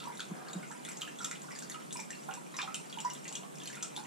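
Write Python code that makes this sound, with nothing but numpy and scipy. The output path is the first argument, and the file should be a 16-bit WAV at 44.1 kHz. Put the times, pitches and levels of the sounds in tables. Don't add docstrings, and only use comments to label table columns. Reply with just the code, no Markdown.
import sys
import numpy as np
from scipy import signal
from scipy.fft import rfft, irfft, next_fast_len
from scipy.io import wavfile

SR = 44100
rng = np.random.default_rng(int(sys.argv[2]) if len(sys.argv) > 2 else 0)


def dump_mix(stems):
    frames = np.atleast_2d(stems).T
    limited = np.clip(frames, -1, 1)
    pcm = np.round(limited * 32767).astype(np.int16)
    wavfile.write(sys.argv[1], SR, pcm)


def field_ratio(decibels):
    return 10 ** (np.asarray(decibels, dtype=float) / 20)


N = 179284
SIZE = next_fast_len(N + SR)
HZ = np.maximum(np.arange(SIZE // 2 + 1) * SR / SIZE, 1)

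# start_s, peak_db, pitch_hz
LOUD_BUBBLES = [(0.002, -40.5, 3470), (0.004, -48, 4700), (0.003, -49, 2680), (0.029, -51, 940),
                (0.0401, -41, 3315), (0.0535, -41.5, 1100), (0.0726, -37.5, 935), (0.1, -42.5, 930),
                (0.122, -50, 2100), (0.14, -57, 2130), (1.2467, -44, 1870), (1.015, -49, 1870),
                (1.484, -47, 1490), (1.511, -46, 2400), (2.2905, -42, 1085), (2.465, -48, 2430),
                (3.69, -55, 2290), (3.745, -45.5, 1890), (3.789, -57, 2030), (0.404, -50, 1200),
                (0.442, -49, 1180), (0.485, -47, 1200), (0.471, -48, 1600), (0.409, -52, 1600),
                (0.505, -53, 740), (0.31, -51, 1040), (0.495, -49, 780), (0.1534, -45.5, 7050),
                (0.6295, -44, 2130), (0.709, -46.5, 1344), (0.9146, -45, 2050), (1.0514, -42, 2990),
                (1.076, -44, 2690), (1.206, -51, 5940), (1.4183, -59, 1640), (1.441, -49, 1080),
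                (1.5601, -47, 1730), (1.604, -45.5, 3430), (1.804, -50, 1320), (1.804, -46.5, 2000),
                (1.823, -50, 3130), (2.15, -50, 4430), (2.898, -46, 4600), (3.177, -49, 5470),
                (3.28, -44, 4570), (3.555, -47.5, 5500), (3.5735, -47, 2600), (3.6567, -46, 2560),
                (3.703, -43, 6450), (3.7692, -47, 1410), (3.755, -41.5, 7150), (3.936, -60, 2690),
                (0.1944, -36, 1501), (0.203, -43, 7670), (0.1724, -42, 3750), (0.196, -38.5, 4460),
                (0.205, -29, 3380), (0.4843, -43, 4300), (0.532, -38.5, 6770), (0.532, -42.5, 3750),
                (0.6314, -44.5, 1480), (0.706, -44, 910), (0.715, -42, 7570), (0.716, -43, 1710),
                (0.8511, -38, 3526), (0.8502, -43, 8700), (0.852, -42.5, 1980), (0.881, -45, 1450),
                (2.237, -47.5, 7000), (0.8885, -41.5, 2350), (0.8885, -38, 7300), (0.917, -40, 6850),
                (0.9623, -51, 870), (0.972, -39, 6400), (1.016, -41, 7070), (1.0124, -37.5, 3650),
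                (1.0186, -28, 3120), (1.015, -46, 1265), (1.03, -45, 1290), (1.0765, -40, 1720),
                (1.188, -43.5, 7450), (1.1872, -42, 3530), (1.2048, -38, 1367), (1.215, -41, 5600),
                (1.232, -41, 7200), (1.2467, -31.5, 6080), (1.248, -31.5, 7260), (1.245, -40.5, 1310),
                (1.222, -43, 1340), (1.2465, -33, 3365), (1.313, -34.5, 2080), (1.33, -43, 2100),
                (1.3134, -33.5, 6640), (1.3119, -37.5, 1372), (1.3555, -42.5, 2940), (1.4188, -40, 6500),
                (1.4888, -44, 1147), (1.5087, -39.5, 2000), (1.505, -49, 7000), (1.519, -45.5, 5470),
                (1.553, -41.5, 4650), (1.5612, -41.5, 6740), (1.589, -37, 7040), (1.6226, -46, 1510),
                (1.6246, -37.5, 5500), (1.6966, -54.5, 3520), (1.717, -42.5, 4400), (1.535, -45, 2120),
                (1.698, -44.5, 1880), (1.6987, -36, 6440), (1.709, -44, 1870), (1.715, -44, 6440),
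                (1.7446, -39, 1292), (1.745, -42, 2900), (1.908, -41.5, 3520), (1.927, -34, 7840),
                (1.932, -43, 7230), (1.9546, -40, 973), (1.961, -42, 2390), (1.9705, -38, 5280),
                (1.995, -38, 2300), (2.0016, -35, 7100), (2.1048, -39.5, 1820), (2.106, -35.5, 7040),
                (2.1297, -41.5, 2690), (2.2865, -34, 790), (2.2907, -38, 1402), (2.3111, -38, 2850),
                (2.3391, -36, 7250), (2.372, -45, 955), (2.32, -48, 797), (0.75, -50, 966),
                (1.99, -42, 910), (2.5414, -45.5, 1090), (2.5418, -42, 1900), (2.5432, -44, 3880),
                (2.5679, -34, 5740), (2.5877, -31.5, 1145), (2.5895, -27.5, 2406), (2.592, -32.5, 1670),
                (2.618, -39, 5630), (2.6174, -30, 3610), (2.631, -36, 820), (2.676, -37.5, 1286),
                (2.6839, -41.5, 810), (2.743, -44.5, 1420), (2.7445, -30, 6960), (2.7448, -29, 3070),
                (2.9272, -36.5, 3350), (2.945, -42, 2870), (2.9732, -37, 893), (2.987, -33.5, 2980),
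                (3.004, -33.5, 6760), (3.0475, -31.5, 982), (3.0504, -37.5, 5530), (3.1011, -37, 5860),
                (3.105, -42, 2920), (3.1348, -40, 7270), (3.152, -40.5, 3450), (3.245, -43.5, 7840),
                (3.255, -41, 2720), (3.2539, -43, 1970), (3.28, -36.5, 6130), (3.29, -38, 6630),
                (3.3141, -43.5, 866), (3.3265, -36.5, 7440), (3.327, -46, 2910), (3.353, -32.5, 3300),
                (3.355, -31.5, 6200), (3.425, -44, 703), (3.4335, -45, 3080), (3.434, -46, 1110),
                (3.5577, -50.5, 8700), (3.5855, -43.5, 6100), (3.602, -41.5, 3420), (3.6215, -42, 3230),
                (3.6353, -42, 6100), (3.6574, -37.5, 4220), (3.675, -38, 7400), (3.675, -37, 3170),
                (3.7002, -43, 1730), (3.7311, -38.5, 2070), (3.729, -46, 5600), (3.772, -42.5, 2500),
                (3.808, -45, 2630), (3.8266, -30, 5940), (3.831, -31, 6960), (3.8294, -40, 3470),
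                (3.828, -42, 1310), (3.957, -46, 3520), (3.9645, -31.5, 3480), (3.964, -43, 5900),
                (3.9741, -38, 854)]
# freq_hz, gain_db
SPLASH_COLOUR = [(500, -25), (1000, -13), (2400, 1), (3500, 11.5), (4800, 5), (7150, 22), (9500, -3),
                 (12500, -5.5), (15500, -15)]


def in_time(rows):
    return np.interp(np.arange(N) / SR, *np.transpose(rows))


def at_hz(points, hz, axis=1):
    points = np.array(points)
    return np.interp(np.log(hz), np.log(points[:, 0]), points[:, axis])


def rms_one(x):
    return x / np.sqrt(np.mean(x ** 2) + 1e-20)


def shaped(x, response):
    return irfft(rfft(x, SIZE) * response, SIZE)[..., :N]


def drift(rate_hz):
    knots = rng.standard_normal(int(N / SR * 60) + 2)
    return np.interp(np.arange(N) / SR * rate_hz, np.arange(len(knots)), knots)


def spread(pair, side_gain):
    left = field_ratio(at_hz([(7000, -0.2), (8400, -2.5), (10500, -0.8), (14000, 0.5)], HZ))
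    mid, side = pair[0], shaped(pair[1], side_gain)
    return shaped(np.array([mid + side, mid - side]), np.array([left, 1 / left]))


def add(out, start_s, peak_db, hz, cycles, rise, onset_cycles=0.57):
    at = max(int(start_s * SR), 0)
    cycles = np.clip(cycles, 1, 40)
    turn = np.arange(int(3 * cycles * SR / hz)) * hz / SR
    shape = (1 - np.exp(-turn / onset_cycles)) * field_ratio(-20 * turn / cycles)
    phase = 2 * np.pi * (turn + rise * turn ** 2 / 2)
    tone = shape / shape.max() * np.sin(phase)
    out[at:at + len(tone)] += field_ratio(peak_db) * tone[:max(N - at, 0)]


def air():
    # freq_hz, relative_db_per_hz
    air_colour = [(25, -35), (100, -30), (113, -54), (137, -2.5), (170, -1), (300, -6.5), (560, -14),
                  (1200, -20.5), (1900, -26), (3400, -23), (5000, -31), (7450, -23), (8850, -25.5),
                  (12800, -33), (15500, -44)]
    level_db = -53.5 + 0.68 * drift(27.0)
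    noise = rng.standard_normal((2, N))
    return field_ratio(level_db) * rms_one(shaped(noise, field_ratio(at_hz(air_colour, HZ))))


def whistles():
    # freq_hz, right_db, width_hz, left_minus_right_db
    lines = [(8104, -70, 8, -4), (8560, -63, 220, -10)]
    out = 0
    for hz, right_db, width_hz, pan_db in lines:
        resonance = 1 / (1 + (2 * (HZ - hz) / width_hz) ** 2)
        line = rms_one(shaped(rng.standard_normal(N), resonance))
        out = out + field_ratio(right_db) * line * np.array([[-field_ratio(pan_db)], [1]])
    return out


def drops(bubbles):
    # pitch_hz, length_cycles
    ring_cycles = [(800, 9.7), (1300, 15.5), (2300, 7.3), (3500, 19.5), (6500, 23), (9000, 42)]
    # pitch_hz, pitch_share_per_cycle
    glide = [(800, -0.0019), (1500, 0.00042), (3000, -0.00074), (7000, 0.0015)]
    out = np.zeros(N)
    chances = rng.standard_normal((len(bubbles), 2))
    for (start_s, peak_db, hz), (bend, length) in zip(bubbles, chances):
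        cycles = at_hz(ring_cycles, hz) * np.exp(0.49 * length)
        rise = at_hz(glide, hz) + 0.0012 * bend
        add(out, start_s - 0.3 / hz, peak_db, hz, cycles, rise)
    return out


def siblings(count=4, mean_lag_s=0.0074, range_octaves=0.618, range_db=13.0):
    # pitch_hz, level_db
    breakup = [(900, -25.5), (1800, -15.5), (3200, -13), (5500, -10), (9000, -13)]
    late, pitch, loud = np.moveaxis(rng.random((len(LOUD_BUBBLES), count, 3)), -1, 0)
    main_s, main_db, main_hz = np.transpose(LOUD_BUBBLES)[..., None]
    start_s = main_s - mean_lag_s * np.log(late)
    peak_db = main_db + at_hz(breakup, main_hz) + range_db * (loud - .5)
    hz = main_hz * 2 ** (range_octaves * (pitch - .5))
    return np.reshape([start_s, peak_db, hz], (3, -1)).T


def trickle(count=3200):
    # time_s, level_db
    flow = [(0.0, -35), (0.07, -48), (0.3, -51.5), (0.94, -44), (1.11, -49), (1.34, -48), (1.41, -51),
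            (1.55, -48.5), (1.86, -52), (2.22, -47.5), (2.35, -50.5), (3.08, -47.5), (3.2, -51),
            (3.27, -44), (3.5, -60), (3.61, -48), (3.78, -52.5), (3.9, -50), (4.06, -39)]
    # pitch_hz, gain_db
    trickle_colour = [(800, -5), (1500, -4), (3000, -1.5), (4500, -3.5), (7000, 7), (9500, -11.5)]
    mean_db, range_db, flow_gain = -61, 16, 0.81
    low_hz, high_hz = 800, 9500
    when, pitch, loud = rng.random((count, 3)).T
    start_s = when * N / SR
    swing_db = np.interp(start_s, *np.transpose(flow)) - in_time(flow).mean()
    peak_db = mean_db + flow_gain * swing_db + range_db * (loud - .5)
    hz = low_hz * (high_hz / low_hz) ** pitch
    return np.transpose([start_s, peak_db + at_hz(trickle_colour, hz), hz])


def slaps(bubbles, slap_db=0, db_per_octave=8):
    # start_s, click_db
    smacks = [(0.851, -41), (1.0135, -37), (1.2455, -25), (1.2488, -34), (1.3122, -33), (2.7445, -57),
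              (3.354, -33), (3.826, -39)]
    out = np.zeros(N)
    for start_s, peak_db, hz in bubbles:
        at = min(int((start_s - .7 / hz) * SR), N - 1)
        out[at] += field_ratio(peak_db + slap_db + db_per_octave * np.log2(hz / 4000))
    for start_s, click_db in smacks:
        out[int(start_s * SR)] += field_ratio(click_db)
    return shaped(out, field_ratio(at_hz(SPLASH_COLOUR, HZ)))


def spray(count=16, mean_lag_s=.022, offset_db=-26.5):
    out = np.zeros(N)
    draws = rng.random((len(LOUD_BUBBLES), count, 4))
    for (start_s, peak_db, hz), droplets in zip(LOUD_BUBBLES, draws):
        for late, pitch, loud, length in droplets:
            small_hz = np.clip(hz * 3.5 ** (pitch - .45), 600, 14000)
            colour_db = at_hz(SPLASH_COLOUR, small_hz) - at_hz(SPLASH_COLOUR, hz)
            small_db = peak_db + offset_db + colour_db + 4.2 * loud ** 2
            small_s = start_s - mean_lag_s * np.log(late)
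            add(out, small_s, small_db, small_hz, 8.8 + 2.2 * length, .004)
    return out


def ticks(cycles=4.0):
    # start_s, peak_db, pitch_hz
    bursts = [(0.0836, -42.5, 11400), (0.179, -43, 10400), (0.889, -38, 10600), (1.0121, -41, 12700),
              (1.0184, -40, 12500), (0.851, -44, 12500), (1.2455, -37, 11300), (1.312, -45, 10900),
              (1.4321, -45, 11100), (1.5933, -42, 12100), (1.701, -35.5, 10600), (1.9704, -42, 13300),
              (2.2872, -43, 12600), (2.5656, -44, 10800), (2.7445, -40, 11800), (3.0016, -45, 13300),
              (3.1346, -41, 10900), (3.6346, -46, 11000), (3.6567, -39, 11000), (3.731, -44, 10700),
              (3.7534, -43, 9900), (3.9694, -35.5, 9600)]
    out = np.zeros(N)
    for start_s, peak_db, hz in bursts:
        add(out, start_s, peak_db, hz, cycles, 0, onset_cycles=1.0)
    return out


def rustle():
    # time_s, level_db
    course = [(.27, -66), (.31, -57.5), (.36, -51.5), (.42, -54), (.5, -51.5), (.56, -55), (.62, -56),
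              (.7, -69)]
    # freq_hz, gain_db
    rub_colour = [(150, -45), (250, 2), (450, 7), (750, 5), (1300, 5.5), (1800, -1), (2500, -13),
                  (3300, -28)]
    # freq_hz, extra_gain (linear), half_width_hz
    held = [(741, 4.3, 11), (1200, 0.98, 8.2), (1600, 1.8, 11.6), (2434, 8, 8.4)]
    peaks = sum(gain / (1 + ((HZ - hz) / half_hz) ** 2) for hz, gain, half_hz in held)
    band = field_ratio(at_hz(rub_colour, HZ)) * (1 + peaks)
    grains = rng.standard_normal((2, N)) * field_ratio(1.34 * drift(45.0))
    level_db = in_time(course) + 0.25 * drift(55.0)
    return field_ratio(level_db) * rms_one(shaped(grains, band))


def thuds():
    # start_s, peak_db, pitch_hz, cycles_to_minus_20_db
    blows = [(0.312, -33, 196.5, 3), (0.556, -32.5, 190, 5)]
    out = np.zeros(N)
    for start_s, peak_db, hz, cycles in blows:
        add(out, start_s - .004, peak_db, hz, cycles, -.01, onset_cycles=3.7)
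        add(out, start_s - .004, peak_db - 9.0, 1.55 * hz, 4.0, 0, onset_cycles=2.3)
    return signal.sosfilt(signal.butter(8, 140, "high", fs=SR, output="sos"), out)


def direct(x):
    # freq_hz, left_minus_right_db, right_lead_rad
    port_side = [(470, 4, 1.6), (790, -5, 1.9), (1157, -3, 1.5), (1800, -3.5, 0.4), (2640, -1, 0.48),
                 (6000, 2, 0.8), (7340, 0, 2), (8420, 2, 4.1), (12000, -7, 7), (13800, -4, 11)]
    # delay_s, level_db
    early = [(0.0013, -34), (0.0029, -13), (0.005, -10), (0.0074, -35), (0.0101, -14.5), (0.0138, -10)]
    tilt = field_ratio(at_hz(port_side, HZ) / 2) * np.exp(-.5j * at_hz(port_side, HZ, axis=2))
    bounce = 1
    for k, (delay_s, level_db) in enumerate(early):
        bounce = bounce + (-1) ** k * field_ratio(level_db) * np.exp(-2j * np.pi * HZ * delay_s)
    return shaped(x, np.array([tilt, 1 / tilt]) * bounce)


def kitchen(x, ramp_s=0.0015, lumpy_db=-3.0):
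    # freq_hz, t60_s
    room_t60 = [(300, 0.29), (1000, 0.33), (3000, 0.27), (7000, 0.25), (13000, 0.29)]
    rings_hz = [767, 836, 872, 946, 982, 1124, 1181, 1268, 1332, 1459, 1590, 1734, 1905, 2030, 2083, 2401,
                2468, 2547, 2713, 2861]
    # freq_hz, gain_db
    wet = [(300, -21), (900, -33.5), (2000, -26), (3500, -26), (7000, -23.5), (12000, -23)]
    ring_1khz_db, ring_db_per_octave, ring_t60_s = -19.5, -3, 0.2
    t = np.arange(SR // 2) / SR
    onset = np.clip(t / ramp_s - .3, 0, 1)
    echoes = rng.standard_normal((2, len(t))) * field_ratio(lumpy_db * rng.standard_normal((2, len(t))))
    tail = 0
    for low_hz in 100 * 2. ** np.arange(8):
        edges_hz = [low_hz, min(2 * low_hz, .45 * SR)]
        band = signal.butter(2, edges_hz, "band", fs=SR, output="sos")
        decay = field_ratio(-60 * t / at_hz(room_t60, low_hz))
        tail = tail + signal.sosfilt(band, rms_one(echoes) * onset) * decay
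    for hz, turns in zip(rings_hz, rng.random((len(rings_hz), 2, 1))):
        ring_db = ring_1khz_db + ring_db_per_octave * np.log2(hz / 1000) - 60 * t / ring_t60_s
        tail = tail + field_ratio(ring_db) * onset * np.sin(2 * np.pi * (hz * t + turns))
    return shaped(x, rfft(tail, SIZE) * field_ratio(at_hz(wet, HZ)))


def scene():
    # freq_hz, correlation
    likeness = [(150, -0.095), (300, -0.32), (650, -0.9), (1200, -0.95), (2100, -0.66), (3700, 0.78),
                (5500, -0.055), (7300, 0.1), (8600, 0.03), (10500, -0.17), (14000, 0.67)]
    # freq_hz, side_minus_mid_db
    tail_side = [(300, -5), (1000, -0.5), (2000, -1), (3700, -9), (5500, -2), (8000, -5), (13000, 5.5)]
    bubbles = np.vstack([LOUD_BUBBLES, siblings(), trickle()])
    water = drops(bubbles) + slaps(LOUD_BUBBLES) + spray() + ticks()
    bumps = thuds()
    near = kitchen(water + field_ratio(-9) * bumps) + rustle()
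    alike = np.clip(at_hz(likeness, HZ), -.8, .9)
    room = spread(air(), np.sqrt((1 - alike) / (1 + alike)))
    echoed = spread(near, field_ratio(at_hz(tail_side, HZ)))
    return direct(water) + bumps + echoed + room + whistles()


def band_limit(x):
    return signal.sosfilt(signal.butter(12, 16400, fs=SR, output="sos"), x)


def record(dry):
    cut = signal.cheby2(12, 60, 16300, fs=SR, output="sos")
    mix = signal.sosfilt(cut, dry)
    return band_limit(mix)


dry = scene()
out = record(dry)
dump_mix(out)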